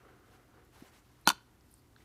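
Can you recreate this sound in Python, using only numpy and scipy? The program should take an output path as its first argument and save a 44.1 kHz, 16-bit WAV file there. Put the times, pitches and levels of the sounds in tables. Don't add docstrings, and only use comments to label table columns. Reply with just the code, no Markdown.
import sys
import numpy as np
from scipy import signal
from scipy.io import wavfile

SR = 44100
rng = np.random.default_rng(int(sys.argv[2]) if len(sys.argv) > 2 else 0)


def wav_record(signal):
    frames = np.transpose(np.atleast_2d(signal))
    bounded = np.clip(frames, -1, 1)
    quanta = np.round(bounded * 32767).astype(np.int16)
    wavfile.write(sys.argv[1], SR, quanta)


def ratio(d):
    e = np.asarray(d, float) / 20
    return 10 ** e


N = 90360
TIME = np.arange(N) / SR


def rms_one(x):
    return x / np.sqrt(np.mean(x ** 2) + 1e-20)


def clicks_at(s, db, side=1):
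    out = np.zeros(N)
    np.add.at(out, (np.asarray(s) * SR).astype(int), side * ratio(db))
    return out + 1e-18


def decay_per_sample(t60):
    return ratio(-60 / (t60 * SR))


def ring(clicks, hz, t60):
    r = decay_per_sample(t60)
    w = 2 * np.pi * hz / SR
    return signal.lfilter([0, np.sin(w)], [1, -2 * r * np.cos(w), r * r], clicks)


def puff(force, t60):
    return signal.lfilter([1], [1, -decay_per_sample(t60)], force)


def bandpass(x, low_hz, high_hz):
    return signal.sosfilt(signal.butter(2, [low_hz, high_hz], "band", fs=SR, output="sos"), x)


def swell(start, length):
    return np.sin(np.pi * np.clip((TIME - start) / length, 0, 1))


def drift(rate):
    r = np.exp(-80 * np.pi * rate / SR)
    slow = signal.lfilter([1], [1, -2 * r, r * r], rng.standard_normal(N // 40 + 2002))
    slow = rms_one(slow[2000:])
    return np.interp(np.arange(N) / 40, np.arange(len(slow)), slow)


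def coloured(spectrum, patchy_db):
    hz, db = np.transpose(spectrum)
    white = rng.standard_normal((2, N))
    edges = 24 * 2 ** np.arange(0, 9.6, .5)
    out = np.zeros(N)
    for k, (low, high) in enumerate(zip(edges, edges[1:])):
        middle = np.log(low * high) / 2
        level = np.interp(middle, np.log(hz), db, left=-60, right=db[-1])
        out += ratio(level + patchy_db * drift(41)) * bandpass(white[k % 2], low, high)
    return rms_one(out)


# f/Hz, level/dB [dB per Hz]
AIR_COLOUR = [(25, -16.5), (60, 4.5), (130, -7), (330, -4.5), (500, -16), (1000, -15), (2500, -24),
              (15500, -30.5)]
# f/Hz, level/dB, waver/dB
HUM_TONES = [(120.6, -68, 1.8), (248, -83, 6.5), (294, -78.5, 1)]


def air():
    out = ratio(-65) * coloured(AIR_COLOUR, patchy_db=0.57)
    for hz, db, waver_db in HUM_TONES:
        out += ratio(db + waver_db * drift(7.6)) * np.sin(2 * np.pi * hz * TIME + 1.2 * drift(4))
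    return out


# t/s, level/dB
ARM_LEVEL = [(0, -64.5), (.09, -61.5), (.2, -69), (.34, -64.5), (.47, -69.5), (.6, -64), (.71, -76),
             (.76, -68), (.88, -66.5), (.92, -72), (.97, -69), (1.03, -90), (1.301, -76.5), (1.9, -86.5),
             (2.05, -73.5)]
# f/Hz, level/dB [dB per Hz]
DRAG_COLOUR = [(150, -30), (250, 2), (369, 6.5), (594, -0.5), (726, -2.5), (993, -5), (1290, 0.5),
               (5000, -27), (6500, -45), (11000, -120)]
# start t/s, length t/s, level/dB
SLEEVE_SWISHES = [
    (.25, 0.055, -74),
    (0.302, 0.077, -67),
    (0.421, 0.018, -74),
    (0.523, .1, -98),
    (0.719, 0.095, -63.5),
    (0.791, 0.12, -62),
    (0.913, 0.1, -65),
    (1, 0.28, -74),
    (1.967, 0.093, -70),
]
# f/Hz, level/dB [dB per Hz]
SWISH_COLOUR = [(240, -51), (400, -18), (1100, -10), (1420, -19.5), (1540, 5), (1850, -15.5), (2710, -17),
                (15500, -29.5)]


def sleeve():
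    s, db = np.transpose(ARM_LEVEL)
    drag = ratio(np.interp(TIME, s, db)) * coloured(DRAG_COLOUR, patchy_db=2.0)
    hollow_hz, hollow_width_hz = 735, 90
    hollow = bandpass(drag, hollow_hz - hollow_width_hz / 2, hollow_hz + hollow_width_hz / 2)
    strokes = sum(ratio(db) * swell(s, length) ** 0.54 for s, length, db in SLEEVE_SWISHES)
    return drag + ratio(2.0) * hollow + strokes * coloured(SWISH_COLOUR, patchy_db=2.0)


# t/s, level/dB, f/Hz, t60 [s]
SKIN_TICKS = [(.1985, -63, 14100, 0.005), (.650, -62, 13000, 0.0044), (1.212, -68, 10900, 0.06),
              (1.263, -52.5, 9500, 0.0044), (1.609, -61, 5200, .006), (1.609, -61, 3600, .006),
              (1.7115, -63, 11000, 0.0055), (1.7128, -53, 11760, 0.0047), (1.7153, -58, 12030, 0.0047),
              (1.720, -65, 11000, 0.0043), (1.7262, -58, 12600, .006), (1.7402, -46, 8930, 0.0062),
              (1.8222, -63, 14000, 0.0046), (1.962, -57, 1480, .02), (1.962, -57, 3650, .012),
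              (2.004, -61, 1820, 0.023)]
# start t/s, length t/s, level/dB
THUMB_RUBS = [
    (1.615, 0.22, -74.5),
    (0.91, 0.047, -78),
]
# low f/Hz, high f/Hz, level/dB
THUMB_BANDS = [(4200, 5500, -3.5), (7100, 14400, 0)]


def hand():
    out = np.zeros(N)
    noise = rng.standard_normal((2, N))
    for s, db, hz, t60 in SKIN_TICKS:
        tick = puff(clicks_at([s], db), t60) * noise[0]
        low, high = hz * 0.8, min(hz * 1.25, 16000)
        tick = bandpass(bandpass(tick, low, high), low, high)
        out += tick * np.sqrt(SR / 2 / (high - low))
    rub = sum(ratio(db) * rms_one(bandpass(noise[1], low, high)) for low, high, db in THUMB_BANDS)
    slides = sum(ratio(db) * swell(s, length) for s, length, db in THUMB_RUBS)
    out += rub * ratio(2.5 * drift(30)) * slides
    bump_s, bump_db, bump_hz, bump_width_s = .8252, -40.5, 270, .0017
    age = TIME - bump_s
    bump = np.exp(-.5 * (age / bump_width_s) ** 2) * np.cos(2 * np.pi * bump_hz * age)
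    return out - ratio(bump_db) * bump


# start t/s, length t/s, level/dB
NAIL_SQUEAKS = [
    (1.2535, .008, -54),
    (1.2655, .0085, -43),
]


def nail():
    squeak_hz = 4040 + 120 * drift(200)
    squeak = ratio(3.5 + 2.5 * drift(150)) * np.sin(2 * np.pi * np.cumsum(squeak_hz) / SR)
    squeak = squeak * sum(ratio(db) * swell(s, length) for s, length, db in NAIL_SQUEAKS)
    creak_db, creak_hz, creak_rise_s = -41.5, 940, 0.0052
    lead = ARROW_CONTACTS[0][0] - TIME
    creak = rms_one(bandpass(rng.standard_normal(N), creak_hz / 4, creak_hz * 2))
    creak = creak * (lead > 0) * np.exp(-np.abs(lead) / creak_rise_s)
    return squeak + ratio(creak_db) * creak


# t/s, card thud level/dB, arrow ring level/dB, crack level/dB
ARROW_CONTACTS = [(1.2740, -25, -29, -31), (1.2744, -15.5, -14, -18), (1.2767, -23, -27, -31),
                  (1.2797, -36.5, -31, -35.5), (1.2826, -31.5, -34, -28), (1.2840, -29.5, -25.5, -32),
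                  (1.2899, -34, -21, -20), (1.2908, -30, -20.5, -31.5), (1.2950, -37.5, -46.5, -40),
                  (1.2985, -37, -43, -45.5), (1.3016, -20, -24, -28), (1.3027, -28.5, -23, -33),
                  (1.3080, -42.5, -36, -36), (1.3143, -36, -39, -45), (1.3180, -39, -50, -54),
                  (1.3320, -58, -62, -62)]
# f/Hz, level/dB, t60 [s]
CARD_TONES = [(646, -11.5, 0.023), (897, -12, .018), (965, -2, .022), (1101, -3, .02), (1322, -9, 0.018),
              (1439, -2, 0.031), (1750, -9, .008)]
# f/Hz, level/dB, t60 [s]
ARROW_TONES = [(2572, -5, .011), (3073, -7, 0.012), (3583, -5.5, .012), (4114, -7.5, .014),
               (4486, -1, 0.0079), (5590, -9.5, 0.011), (6250, -7.5, .011), (7200, -21.5, 0.0055)]
# f/Hz, level/dB, t60 [s]
FLEX_TONES = [(193, -24.5, .05), (307, -24.5, .05), (421, -30, .04)]
# t/s, level/dB
FLEX_PUSHES = [
    (1.272, 1),
    (1.2905, -16),
    (1.303, -18),
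    (1.318, -23.5),
]


def scrape():
    start_s, length_s, level_db, fade_db, knocks_per_s = 1.275, .045, -37, 16.5, 3500
    age = (TIME - start_s) / length_s
    knocks = (rng.random(N) < knocks_per_s / SR) * rng.standard_normal(N)
    return knocks * (age > 0) * (age < 1) * ratio(level_db - fade_db * age)


def spinner():
    s, card_db, arrow_db, crack_db = np.transpose(ARROW_CONTACTS)
    luck = rng.standard_normal((len(s), len(CARD_TONES) + len(ARROW_TONES)))
    side = rng.choice([-1, 1], luck.shape)
    side[0], side[1], luck[:2] = -1, 1, 0
    grit = scrape()
    ringing = np.zeros(N)
    for k, (hz, db, t60) in enumerate(CARD_TONES + ARROW_TONES):
        force_db = card_db if k < len(CARD_TONES) else arrow_db
        strikes = clicks_at(s, force_db + db + 2.5 * luck[:, k], side[:, k])
        ringing += ring(strikes + grit * ratio(db), hz, t60)
    ringing = signal.sosfilt(signal.butter(4, 737, "high", fs=SR, output="sos"), ringing)
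    burst = puff(clicks_at(s, crack_db) + np.abs(grit) * ratio(-14), 0.0049)
    crack = bandpass(burst * rng.standard_normal(N), 6200, 15000)
    crack = signal.lfilter(*signal.butter(1, 9600, fs=SR), crack)
    push_s, push_db = np.transpose(FLEX_PUSHES)
    flex = np.zeros(N)
    for k, (hz, db, t60) in enumerate(FLEX_TONES):
        flex += ring(clicks_at(push_s, push_db + db), hz, t60) * (-1) ** k
    return ringing + ratio(8.5) * crack + bandpass(flex, 130, 460)


def room(x):
    t60_s, wall_cut_hz = .36, 9000
    out = np.zeros(N)
    dull = np.exp(-2 * np.pi * wall_cut_hz / SR)
    for k, lag in enumerate((rng.uniform(.008, .03, 10) * SR).astype(int)):
        loop, state = x.copy(), [0.]
        gain = ratio(-60 * lag / SR / t60_s)
        for i in range(lag, N, lag):
            back, state = signal.lfilter([gain * (1 - dull)], [1, -dull], loop[i - lag:i], zi=state)
            loop[i:i + lag] += back[:N - i]
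        out += (loop - x) * (-1) ** k
    return out


def scene():
    background = air() + sleeve() + hand()
    flick = nail() + spinner()
    echo = room(signal.lfilter(*signal.butter(1, 1200, "high", fs=SR), flick))
    return (background + flick + ratio(-33) * echo)[None]


def low_pass(x):
    return signal.sosfilt(signal.butter(12, 16300, fs=SR, output="sos"), x)


def record(dry):
    top_cut = signal.cheby2(10, 50, 15600 * 1.04, fs=SR, output="sos")
    mix = signal.sosfilt(top_cut, dry)
    return low_pass(mix)


dry = scene()
out = record(dry)
wav_record(out)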